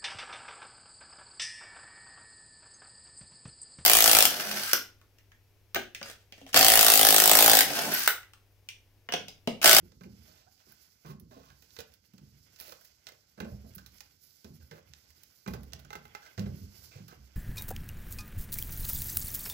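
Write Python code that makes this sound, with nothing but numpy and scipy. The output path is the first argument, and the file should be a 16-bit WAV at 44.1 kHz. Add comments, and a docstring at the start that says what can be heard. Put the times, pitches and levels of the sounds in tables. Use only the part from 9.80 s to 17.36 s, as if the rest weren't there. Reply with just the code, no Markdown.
"""Someone climbs open wooden stairs to the boarded upper floor of a log building, a phone in hand.
From the start rumble swells after each step, and cloth and shoes hiss near the right microphone.
Heels and toes boom as ringing modes and sine tones; at 0.7 s a board creaks in a short upward glide.
Noise bursts tick and crack around 2, 2.8 and 3.3 s; the heaviest steps land at 5.7 and 6.6 s.
Between, at 6.1-6.4 s, a hollow board rings. All along, the left microphone hears it later and duller."""
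import sys
import numpy as np
from scipy import signal
from scipy.fft import rfft, irfft, next_fast_len
from scipy.io import wavfile
from scipy.ndimage import uniform_filter1d

SR = 44100
rng = np.random.default_rng(int(sys.argv[2]) if len(sys.argv) > 2 else 0)


def master(y):
    """Save y as 16-bit WAV."""
    cut = np.clip(np.atleast_2d(y).T, -1, 1)
    pcm = np.round(cut * 32767)  # scale
    wavfile.write(sys.argv[1], SR, pcm.astype(np.int16))


N = 333313


def from_db(db):
    """Gain of a level."""
    return 10 ** (np.asarray(db) / 20)


def rms_one(x):
    """Scales to rms 1."""
    return x / np.sqrt(np.mean(x ** 2) + 1e-20)


def colour(x, spectrum, lag=0., closed=True):
    """Shapes the spectrum and delays by lag samples; a closed shape is silent outside its range."""
    size = next_fast_len(N, True)
    hz = np.arange(size // 2 + 1) * SR / size + 1e-3   # offset avoids log(0)
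    at, db = np.transpose(spectrum)
    gain = from_db(np.interp(np.log(hz), np.log(at), db))
    if closed:
        gain = gain * ((hz > at[0]) & (hz < at[-1]))
    delay = np.exp(-2j * np.pi * hz * lag / SR)
    return irfft(rfft(x, size) * gain * delay, size)[..., :N]


def drift(rate):
    """Slow random wander with spread 1: noise through two equal lowpass poles at rate Hz."""
    r = np.exp(-80 * np.pi * rate / SR)   # one value every 40 samples
    slow = signal.lfilter([1], [1, -2 * r, r * r], rng.standard_normal(N // 40 + 2002))[2000:]
    return np.interp(np.arange(N) / 40, np.arange(len(slow)), rms_one(slow))


def ring(force, hz, t60):
    """Resonator: a unit click sets a dying sine of height 1 ringing."""
    r = from_db(-60 / (max(t60, .01) * SR))
    w = 2 * np.pi * hz / SR
    return signal.lfilter([0, np.sin(w)], [1, -2 * r * np.cos(w), r * r], force + 1e-18)


def near(hz, centre_hz, octaves):
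    """How strongly a mode answers a contact whose own pitch is the centre."""
    return np.exp(-.5 * (np.log2(hz / centre_hz) / octaves) ** 2)


def add(track, s, piece):
    """Mixes a piece in at a moment."""
    i = int(s * SR)
    track[..., i:i + piece.shape[-1]] += piece[..., :N - i]


def level(rows, column):
    """Gain curve from one column of a table."""
    rows = np.transpose(rows)
    return from_db(np.interp(np.arange(N) / SR, rows[0], rows[column]))


def grains(per_s, spread_db):
    """Dense random micro-contacts of uneven size over an even hiss; rms 1."""
    sizes = from_db(spread_db * np.minimum(rng.exponential(1, N), 5))
    sizes = sizes * (rng.random(N) < per_s / SR)
    return rms_one(rng.standard_normal(N) * (4.5 + rms_one(uniform_filter1d(sizes, size=12))))


ROOM_T60_S, WALL_CUT_HZ, ROOM_LOW_HZ = 0.34, 7200, 320


def room(x):
    """Ten feedback delays a side, duller on every round; the bass belongs to the timber itself."""
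    size = next_fast_len(N + SR // 2, True)
    w = 2 * np.pi * np.arange(size // 2 + 1) / size
    dull = 1 / (1 + 1j * w * SR / (2 * np.pi * WALL_CUT_HZ))
    high = signal.butter(2, ROOM_LOW_HZ, "high", fs=SR, output="sos")
    sent = rfft(signal.sosfilt(high, x), size)
    out = []
    for lags in rng.uniform(.011, .035, (2, 10)) * SR:
        loops = [from_db(-60 * d / SR / ROOM_T60_S) * dull * np.exp(-1j * w * d) for d in lags]
        echoes = sum((-1) ** k * g / (1 - g) for k, g in enumerate(loops))
        out.append(irfft(sent * echoes, size)[:N])
    return np.array(out)


# swell time, fall in dB/s, level under each landing, floor at rest, remains of an earlier step
SWELL_S, DYING_DB_PER_S, LOAD_DB, REST_DB, EARLIER_DB = 0.11, 50, -20.5, -73.5, -54.5
# colour of the loaded timber's rumble: [f/Hz, spectral level/dB]
RUMBLE_COLOUR = [(18, -38), (30, -1.5), (57, 2), (81, 5.5), (233, -8.5), (400, -16.5), (520, -17.5),
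                 (880, -120)]


def rumble():
    """The loaded timber never quite rests: it swells after each landing, then dies away."""
    t = np.arange(0, N + 100, 100) / SR
    power = from_db(2 * REST_DB) + from_db(2 * (EARLIER_DB - DYING_DB_PER_S * t))
    for s, db, *_ in LANDINGS:
        swell = np.clip((t - s) / SWELL_S, 0, 1) ** 4
        dying_db = db + LOAD_DB - DYING_DB_PER_S * np.abs(t - s - SWELL_S)
        power += swell * from_db(2 * dying_db)
    gain = np.interp(np.arange(N) / SR, t, np.sqrt(power))
    noise = rms_one(colour(rng.standard_normal(N), RUMBLE_COLOUR))
    return gain * from_db(2.4 * drift(22)) * noise


RUSTLE_DB, HISS_DB, SCUFF_DB = 5.5, 2.5, 5.5   # over the movement curves
# the walker's movement, before those gains: [t/s, cloth level/dB, shoe scuff level/dB]
MOVEMENT = [(0.0, -78.5, -73.5), (0.23, -73.5, -89.5), (0.42, -71, -75), (0.71, -73.5, -82.5),
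            (0.95, -68.5, -77), (1.39, -79.5, -85.5), (1.74, -73, -81), (1.96, -68.5, -77),
            (2.21, -78, -85), (2.86, -68, -73.5), (3.43, -73, -80), (4.08, -70.5, -76), (4.38, -74, -83),
            (4.69, -70, -80.5), (4.97, -79, -79.5), (5.28, -69, -75.5), (5.64, -74.5, -81.5),
            (6.34, -73, -68), (6.78, -68.5, -73), (7.07, -62.5, -72), (7.3, -72, -75.5), (7.56, -71, -72)]
# colour of shoe scuff: [f/Hz, spectral level/dB]
SCUFF_COLOUR = [(180, -16), (300, -8.5), (629, -6), (1040, -9.5), (1230, -10), (1520, -3), (1740, -10),
                (2070, -3), (2390, -6), (3500, -6), (4550, -63), (7700, -120)]
# colour of the main cloth band: [f/Hz, spectral level/dB]
RUSTLE_COLOUR = [(1760, -21), (3000, -11), (4910, 6), (5950, 2), (7660, -2), (8560, -14), (9000, -9.5),
                 (11700, -50), (19800, -120)]
# colour of the upper cloth band: [f/Hz, spectral level/dB]
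HISS_COLOUR = [(5000, -8), (8500, -34.5), (9300, -6.5), (11500, 4), (13500, 4), (15100, 6.5), (16000, -42)]


def moving():
    """Shoe scuff and two bands of cloth noise, flickering together; the cloth bands share their grains."""
    cloth = grains(400, spread_db=3.5)
    flicker_db = 1.8 * drift(12)
    scuff = from_db(SCUFF_DB + flicker_db + 3.1 * drift(19))
    scuff = scuff * rms_one(colour(grains(150, spread_db=3.0), SCUFF_COLOUR))
    rustle = from_db(RUSTLE_DB + flicker_db) * rms_one(colour(cloth, RUSTLE_COLOUR))
    hiss = from_db(HISS_DB + 2.3 * flicker_db + 1.0 * drift(9.7)) * rms_one(colour(cloth, HISS_COLOUR))
    return level(MOVEMENT, column=2) * scuff + level(MOVEMENT, column=1) * (rustle + hiss)


# short rising creak of a board: [t/s, length/s, start f/Hz, end f/Hz, level/dB, octave level/dB]
BOARD_CREAK = (.664, .027, 640, 830, -57, -7)


def creak():
    """A board slips briefly: a tone and its octave glide up, uneven in level."""
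    s, length, from_hz, to_hz, db, octave_db = BOARD_CREAK
    t = np.arange(int(length * SR)) / SR
    phase = 2 * np.pi * np.cumsum(from_hz + (to_hz - from_hz) * t / length) / SR
    tone = np.sin(phase) + from_db(octave_db) * np.sin(2 * phase)
    uneven = from_db(db + 2.6 * rng.standard_normal(20).repeat(70)[:len(t)])
    out = np.zeros(N)
    add(out, s, uneven * np.sqrt(np.sin(np.pi * t / length)) * tone)
    return out


HOLLOW_FROM_S, HOLLOW_TO_S = 6.09, 6.4   # the hollow board is knocked in this span
HOLLOW_DB, HOLLOW_PAN_DB = -3, -6.5   # ring against its tick; left against right
# modes of the hollow board: [f/Hz, level/dB, t60/s]
HOLLOW_MODES = [(420, -7.5, 0.079), (833, 1, 0.077), (1320, 4, 0.034), (1534, -0.5, 0.048),
                (2076, -2, 0.055), (2420, -11, 0.027), (2685, -5.5, 0.04)]


def hollow():
    """Ticks on the hollow board set its modes ringing cleanly; left and right."""
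    clicks = np.zeros((len(HOLLOW_MODES), N))
    for s, db, *_ in TICK_EVENTS:
        if HOLLOW_FROM_S < s < HOLLOW_TO_S:
            uneven_db = rng.normal(0, 1.2, len(HOLLOW_MODES))
            clicks[:, int(s * SR)] = from_db(db + HOLLOW_DB + uneven_db)
    rings = sum((-1) ** k * from_db(db) * ring(clicks[k], hz, t60)
                for k, (hz, db, t60) in enumerate(HOLLOW_MODES))
    return rings * from_db([[HOLLOW_PAN_DB], [0]])


FAINT_COUNT, FAINT_DB, FAINT_SPREAD_DB = 14, -59, 3   # level varies evenly by plus or minus the spread
FAINT_BOARD_DB, FAINT_EDGE_DB = -25, -18


def faint_ticks():
    """Small ticks of boards and shoes at random moments and pitches, in rows like the loud ones."""
    rows = []
    for when, loud, pitch in rng.random((FAINT_COUNT, 3)):
        db = FAINT_DB + 2 * FAINT_SPREAD_DB * (loud - .5)
        rows.append((when * N / SR, db, 400 * 5 ** pitch, FAINT_BOARD_DB, FAINT_EDGE_DB))
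    return rows


STROKE_RISE_S, STROKE_BOARD_DB, STROKE_PAN_DB = 0.0036, -20, -10.5   # pan: left against right
# longer scrapes over wood, and a few very short bright ticks; board level is before STROKE_BOARD_DB:
# [t/s, length/s, force level/dB, board f/Hz, board level/dB, bright edge level/dB]
STROKE_EVENTS = [(0.486, 0.19, -64.5, 656, -9.5, -17), (0.792, 0.034, -65.5, 640, -13, 0),
                 (.864, 0.07, -76, 377, 1.5, -10), (1.254, 0.09, -59.5, 1090, -2.5, 6),
                 (1.51, 0.26, -64.5, 1070, -6.5, 1), (2.785, 0.17, -53.5, 600, -13.5, 8.5),
                 (3.046, 0.017, -56, 2060, -22, 12), (3.947, 0.018, -59, 1500, -16, 24),
                 (4.798, 0.044, -69, 1570, -7, -5), (4.14, .009, -71, 474, -25, 21),
                 (4.916, 0.097, -64.5, 490, 2.5, 5), (6.418, 0.086, -59, 1490, -4.5, 0),
                 (7.109, 0.11, -60, 2470, -4.5, -7), (7.277, 0.058, -61.5, 1344, -2.5, -1)]


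def stroke_contacts():
    """Scrapes and very short ticks: lumpy noise for the length of a stroke, in two draws as for ticks."""
    t = np.arange(12000) / SR
    for s, length, db, board_hz, board_db, edge_db in STROKE_EVENTS:
        stroke = np.clip(t / STROKE_RISE_S, 0, 1) * np.clip((length - t) / (0.34 * length), 0, 1)
        lumps = from_db(4.44 * rng.standard_normal(400).repeat(30))
        grit = rng.standard_normal((2, 12000)) * lumps
        yield s, grit * stroke * from_db(db), board_hz, board_db + STROKE_BOARD_DB, edge_db, STROKE_PAN_DB


# decay at board level 0 dB; its growth in dB per board dB; left against right; other boards meanwhile
TICK_T60_S, WOODY_LONGER, CONTACT_PAN_DB, HOLLOW_MUTE_DB = 0.081, 0.19, -15, -7
# ticks and cracks of boards and shoes, before the offsets below:
# [t/s, level/dB, board f/Hz, board level/dB, bright edge level/dB]
TICK_EVENTS = [(0.119, -51, 456, -17.5, -20), (0.2095, -52.5, 346, -1, -29), (0.2347, -47.5, 2210, -9, -17),
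               (0.48, -52.5, 635, -15.5, -33), (0.921, -54, 1530, -21, 2), (1.2478, -56.5, 356, 3.5, -21),
               (1.3985, -51.5, 371, -28, -0.5), (1.5099, -57.5, 623, -1.5, -28),
               (1.702, -52.5, 1550, -8.5, -17), (1.823, -48, 450, -15, -11), (1.9064, -50, 439, -30, -28),
               (1.9656, -38, 2050, -18.5, -26), (1.9885, -32.5, 480, -12.5, -16),
               (2.0036, -31.5, 730, -21.5, -15), (2.139, -51, 476, -23, -6),
               (2.3359, -53.5, 435, -13.5, -13), (2.38, -47, 370, -16, -17), (2.7613, -44, 2500, -30, -18),
               (2.8004, -35, 2450, -33, -8), (2.81, -45, 2490, -12, 1), (2.9222, -40.5, 487, -12, -14),
               (3.0105, -50.5, 1560, -14.5, -8), (3.269, -32.5, 2220, -20, -21.5),
               (3.2869, -38.5, 2000, -16, -15), (3.3214, -49.5, 506, -10.5, -15),
               (3.5765, -56.5, 557, 4, -12), (3.6023, -36.5, 375, -2.5, -14.5),
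               (3.6464, -46, 584, -7.5, -19), (3.9818, -41, 1500, -15, -13),
               (4.0622, -40, 1300, -22.5, -11), (4.1834, -47.5, 1530, -34, -24),
               (4.206, -34.5, 2090, -21, -14), (4.645, -43, 443, -12.5, -16),
               (4.912, -41, 1950, -10.5, -22), (5.1363, -40, 2020, -31, -28), (5.3045, -49, 2000, -25, -13),
               (5.4346, -45.5, 2070, -35, -5.5), (5.662, -44.5, 418, -1.5, -33),
               (5.677, -34.5, 372, -5.5, -14), (5.7361, -36.5, 378, -6, -13),
               (5.8331, -48.5, 394, -16, -5.5), (5.9226, -46, 503, -14, -23),
               (5.9338, -30.5, 720, -29, -17.5), (5.9932, -45.5, 710, -19, -9),
               (6.0484, -47, 1530, -13.5, -16), (6.105, -40.5, 820, -7, -19),
               (6.1299, -37, 2000, -9, -16.5), (6.1536, -36.5, 443, -7.5, -18),
               (6.2535, -47, 474, -14, -16), (6.3495, -35.5, 1950, -9.5, -19),
               (6.4616, -50.5, 2020, -5, -18), (6.5778, -34.5, 520, -8, -25),
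               (6.594, -31.5, 356, -20.5, -19), (6.6597, -46, 520, -6, -29), (7.2821, -42, 1500, -20, -10),
               (7.3245, -52, 373, -1.5, -18)]
# force of a tick's first touch: [amplitude, one value per sample]
FIRST_TOUCH = 6 * np.array([.5, .6, -.4, -.8, -.1])


def tick_contacts(sharp=0.75, drier=0.25, sputter_db=-6, to_board_db=-11, to_edge_db=18):
    """A snap, sharper when dry and dull, then a dying lumpy sputter; two draws: shared and scattered."""
    t = np.arange(4000) / SR
    for s, db, board_hz, board_db, edge_db in list(TICK_EVENTS) + faint_ticks():
        t60 = np.clip(TICK_T60_S * from_db(WOODY_LONGER * board_db), .004, .1)
        burst = rng.standard_normal((2, 4000)) * from_db(2.5 * rng.standard_normal(100).repeat(40))
        burst *= from_db(-60 * t / t60)
        # energy follows the decay
        burst /= np.sqrt(np.sum(burst ** 2, axis=1, keepdims=True) / (t60 * SR / 14))
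        burst *= 1 + sharp * np.exp(-t / 0.00071)   # most force comes at first touch
        burst[:, :5] += FIRST_TOUCH * from_db(-drier * (edge_db + board_db + 41))
        board_db += HOLLOW_MUTE_DB * (HOLLOW_FROM_S < s < HOLLOW_TO_S)
        force = burst * from_db(db + sputter_db)
        yield s, force, board_hz, board_db + to_board_db, edge_db + to_edge_db, CONTACT_PAN_DB


# colour of the crack band: [f/Hz, gain/dB]
CRACK_COLOUR = [(900, -5.5), (2000, 1), (3500, 4), (5500, 5.5), (7500, -1), (8700, -10)]
# colour of the bright edge: [f/Hz, gain/dB]
EDGE_COLOUR = [(8800, -10.5), (11000, -9), (13000, -3), (14200, -5), (16000, -1)]
# modes of the thin boards, shared with the landings; ticks halve the t60: [f/Hz, level/dB, t60/s]
BOARD_MODES = [(348.7, 3, 0.038), (386, 9, 0.027), (439.4, -0.5, 0.081), (494, 3.5, 0.041),
               (583.5, -2, 0.14), (654, 4.5, 0.041), (770, -3.5, 0.15), (837, 1, 0.078), (1074, 4, 0.062),
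               (1230, 9, 0.017), (1540, 4.5, 0.076), (1678, 1, 0.053), (2070, 1.5, 0.046),
               (2388, 4.5, 0.018), (2810, -13, 0.24), (3050, -39, 0.11)]


def ticks(scattered=1.0):
    """Each contact has a crack band, a bright edge and the ring of boards near its pitch; left and right."""
    modes = np.array(BOARD_MODES)
    crack, edge, board = np.zeros((2, N)), np.zeros((2, N)), np.zeros((len(modes), 2, N))
    events = list(tick_contacts()) + list(stroke_contacts())
    for s, (direct, other), board_hz, board_db, edge_db, pan_db in events:
        # part of the force scatters on the way to the left; the angle is in radians
        left = direct * np.cos(scattered) + other * np.sin(scattered)
        force = np.array([left, direct]) * from_db([[pan_db], [0]])
        add(crack, s, force)
        add(edge, s, force * from_db(edge_db))
        answer = from_db(board_db + modes[:, 1]) * (near(modes[:, 0], board_hz, 0.17) + 0.42)
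        bent = from_db([[0.63 * pan_db], [0]])   # low sound bends round
        add(board, s, answer[:, None, None] * direct * bent)
    rings = sum((-1) ** k * ring(board[k], hz, 0.5 * t60) for k, (hz, db, t60) in enumerate(modes))
    return colour(crack, CRACK_COLOUR) + colour(edge, EDGE_COLOUR) + rings


TREAD_DB, FALL_S = -8.5, 0.041   # tread against landing level; how fast the weight settles
# modes of beams and treads: [f/Hz, level/dB, t60/s]
TIMBER_MODES = [(52, -8, 0.36), (65.55, 6.5, 0.77), (70.7, -2.5, 0.97), (87, -11, .4), (106, -21, 0.16),
                (112.8, 0.5, 0.44), (125.4, -17, 0.91), (143.2, 10.5, 0.31), (160.7, 4.5, 0.14),
                (177.3, 3, 0.53), (188, 8, 0.084), (202.3, 12, 0.25), (228.5, 5.5, 0.41), (257.5, 6, 0.22),
                (305, -3, 0.26)]
# heel and toe landings; beam and knock levels are relative to the landing, before the gains below:
# [t/s, level/dB, beam f/Hz, beam level/dB, tread f/Hz, knock f/Hz, knock level/dB]
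LANDINGS = [(0.024, -51, 126, -12, 178, 346, -4), (0.208, -42, 124, -14, 181.7, 344, -20),
            (0.253, -39, 78.1, -18, 197, 387, -15.5), (0.328, -45, 71.5, -21, 192, 353, -22),
            (0.477, -61.5, 64.6, -26, 170, 630, -1), (0.866, -58, 114, -20, 212.4, 383, -5.5),
            (1.246, -39, 124, -22, 154, 354, -8.5), (1.292, -35, 125, -24, 144.4, 377.5, -12.5),
            (1.398, -50, 118, -20, 156, 367, -14), (1.506, -52.5, 86.1, -31, 238, 632, 2.5),
            (1.562, -46, 59.2, -21, 266, 590, -9), (1.698, -53.5, 86.1, -5, 137.5, 482, -27),
            (1.98, -54, 93, -6, 235, 428, 0), (2.334, -44, 123, -14.5, 191.3, 433, -27),
            (2.409, -45, 128, -13, 147.5, 354, -25), (2.52, -51.5, 117, -12, 127.6, 333, -31),
            (2.871, -62, 73.6, -8, 157, 548, 7), (3.575, -42, 125, -33, 205, 590, -12),
            (3.599, -35.5, 64.6, -16, 222.6, 400, -5.5), (3.648, -36.5, 76, -12.5, 222, 593, -5),
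            (3.714, -35.5, 76.4, -6.5, 121.5, 586, -12), (3.838, -43.5, 117, -9, 215, 422, -10),
            (3.96, -45.5, 105, -5.5, 189.6, 331, -22), (4.127, -58.5, 61.4, -3, 185, 409, -29),
            (4.643, -43, 78, -8, 214, 446, -8.5), (4.699, -40, 118, -29, 140, 363, -24),
            (4.801, -54, 75, 0, 126, 534, -15), (4.91, -45, 107, -12, 154.5, 473, -4),
            (5.095, -58, 73, 1.5, 134.5, 350, -29), (5.289, -76.5, 75, 15, 138, 546, -21),
            (5.662, -39.5, 126, -13, 202, 428, -10), (5.673, -28.5, 91.5, -16, 181.6, 380, -14.5),
            (5.736, -37.5, 119, -4, 124, 385, -6), (5.788, -41.5, 116, -8, 212, 342, -19),
            (5.928, -45.5, 62.4, -2, 131.5, 683, -6), (6.039, -52, 56, -4.5, 144, 377, -21),
            (6.154, -46, 67, -9, 173, 440, -5), (6.577, -25.5, 105.7, -5, 176, 492, -18),
            (6.658, -37.5, 123, -10, 187.5, 405, -12), (6.717, -37.5, 101.7, -2.5, 120, 553, -14.5),
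            (6.808, -46, 94.2, 1, 207, 331, -25), (7.152, -46, 105, -2.5, 126, 505, -7),
            (7.2, -40.5, 106, -18, 187.7, 350, -25), (7.37, -50.5, 58.7, -1.5, 127, 331, -14)]


def landings(tone_db=3.5, timber_db=-12, knock_db=-6, mode_db=4.5, rise=0.0073, focus_db=-4):
    """Beam and tread under the foot swell and die as the weight comes on, and shake the building's modes."""
    modes = np.array(TIMBER_MODES + BOARD_MODES)
    mode_hz = modes[:, 0]
    force, tones = np.zeros((len(modes), N)), np.zeros(N)
    t = np.arange(SR // 4) / SR
    weight = np.clip(t / rise, 0, 1) * np.exp(-(np.maximum(t - rise, 0) / FALL_S) ** 1.04)
    for s, db, beam_hz, beam_db, tread_hz, knock_hz, rel_db in LANDINGS:
        phase = rng.uniform(0, 2 * np.pi, 2)
        tone = from_db(beam_db) * np.sin(2 * np.pi * beam_hz * t + phase[0])
        tone += from_db(TREAD_DB) * np.sin(2 * np.pi * tread_hz * t + phase[1])
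        # the nearest board
        tone += from_db(rel_db + focus_db) * np.exp(-t / FALL_S) * np.sin(2 * np.pi * knock_hz * t)
        add(tones, s, from_db(db + tone_db) * weight * tone)
        answer = from_db(timber_db + beam_db) * near(mode_hz, beam_hz, 0.37)
        answer += from_db(timber_db + TREAD_DB) * near(mode_hz, tread_hz, 1.0)
        knock = near(mode_hz, knock_hz, 0.27) + 250 / mode_hz
        answer += from_db(knock_db + rel_db) * knock * (mode_hz > TIMBER_MODES[-1][0])   # boards only
        answer *= from_db(db + modes[:, 1] + rng.normal(0, mode_db, len(modes)))
        uneven = rng.standard_normal((len(modes), 3000)) * weight[:3000] / np.sqrt(FALL_S * SR)
        add(force, s, uneven * answer[:, None])
    return tones + sum(ring(f, hz, t60) for f, (hz, db, t60) in zip(force, modes))


LEFT_LAG, ROOM_DB = 21.5, -17.5   # lag in samples
# shading of the left microphone: [f/Hz, gain/dB]
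LEFT_SHADE = [(60, -5), (400, -1), (1300, -23.5), (2400, -39), (4400, -13), (15000, -32)]
# rustle heard at the left microphone alone: [f/Hz, gain/dB]
LEFT_RUSTLE = [(300, -6), (1500, -4), (5000, -26.5), (8700, -11.5), (15000, -11)]


def scene():
    """The right microphone is nearest; the left gets the sound late and shaded, plus rustle of its own."""
    close = landings() + creak() + rumble() + moving()
    tick_left, tick_right = ticks() + hollow()
    right = close + tick_right
    left = colour(close, LEFT_SHADE, LEFT_LAG, closed=False) + np.roll(tick_left, int(LEFT_LAG))
    left += colour(moving(), LEFT_RUSTLE, closed=False)
    return np.array([left, right]) + from_db(ROOM_DB) * from_db([[-3], [0]]) * room(right)


def record(dry):
    """The deepest bass is rolled off below 48 Hz, the top is cut 60 dB from 16.6 kHz up."""
    dry = signal.sosfilt(signal.butter(4, 48, "high", fs=SR, output="sos"), dry)
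    return signal.sosfilt(signal.cheby2(14, 60, 16600, fs=SR, output="sos"), dry)


dry = scene()
out = record(dry)
master(out)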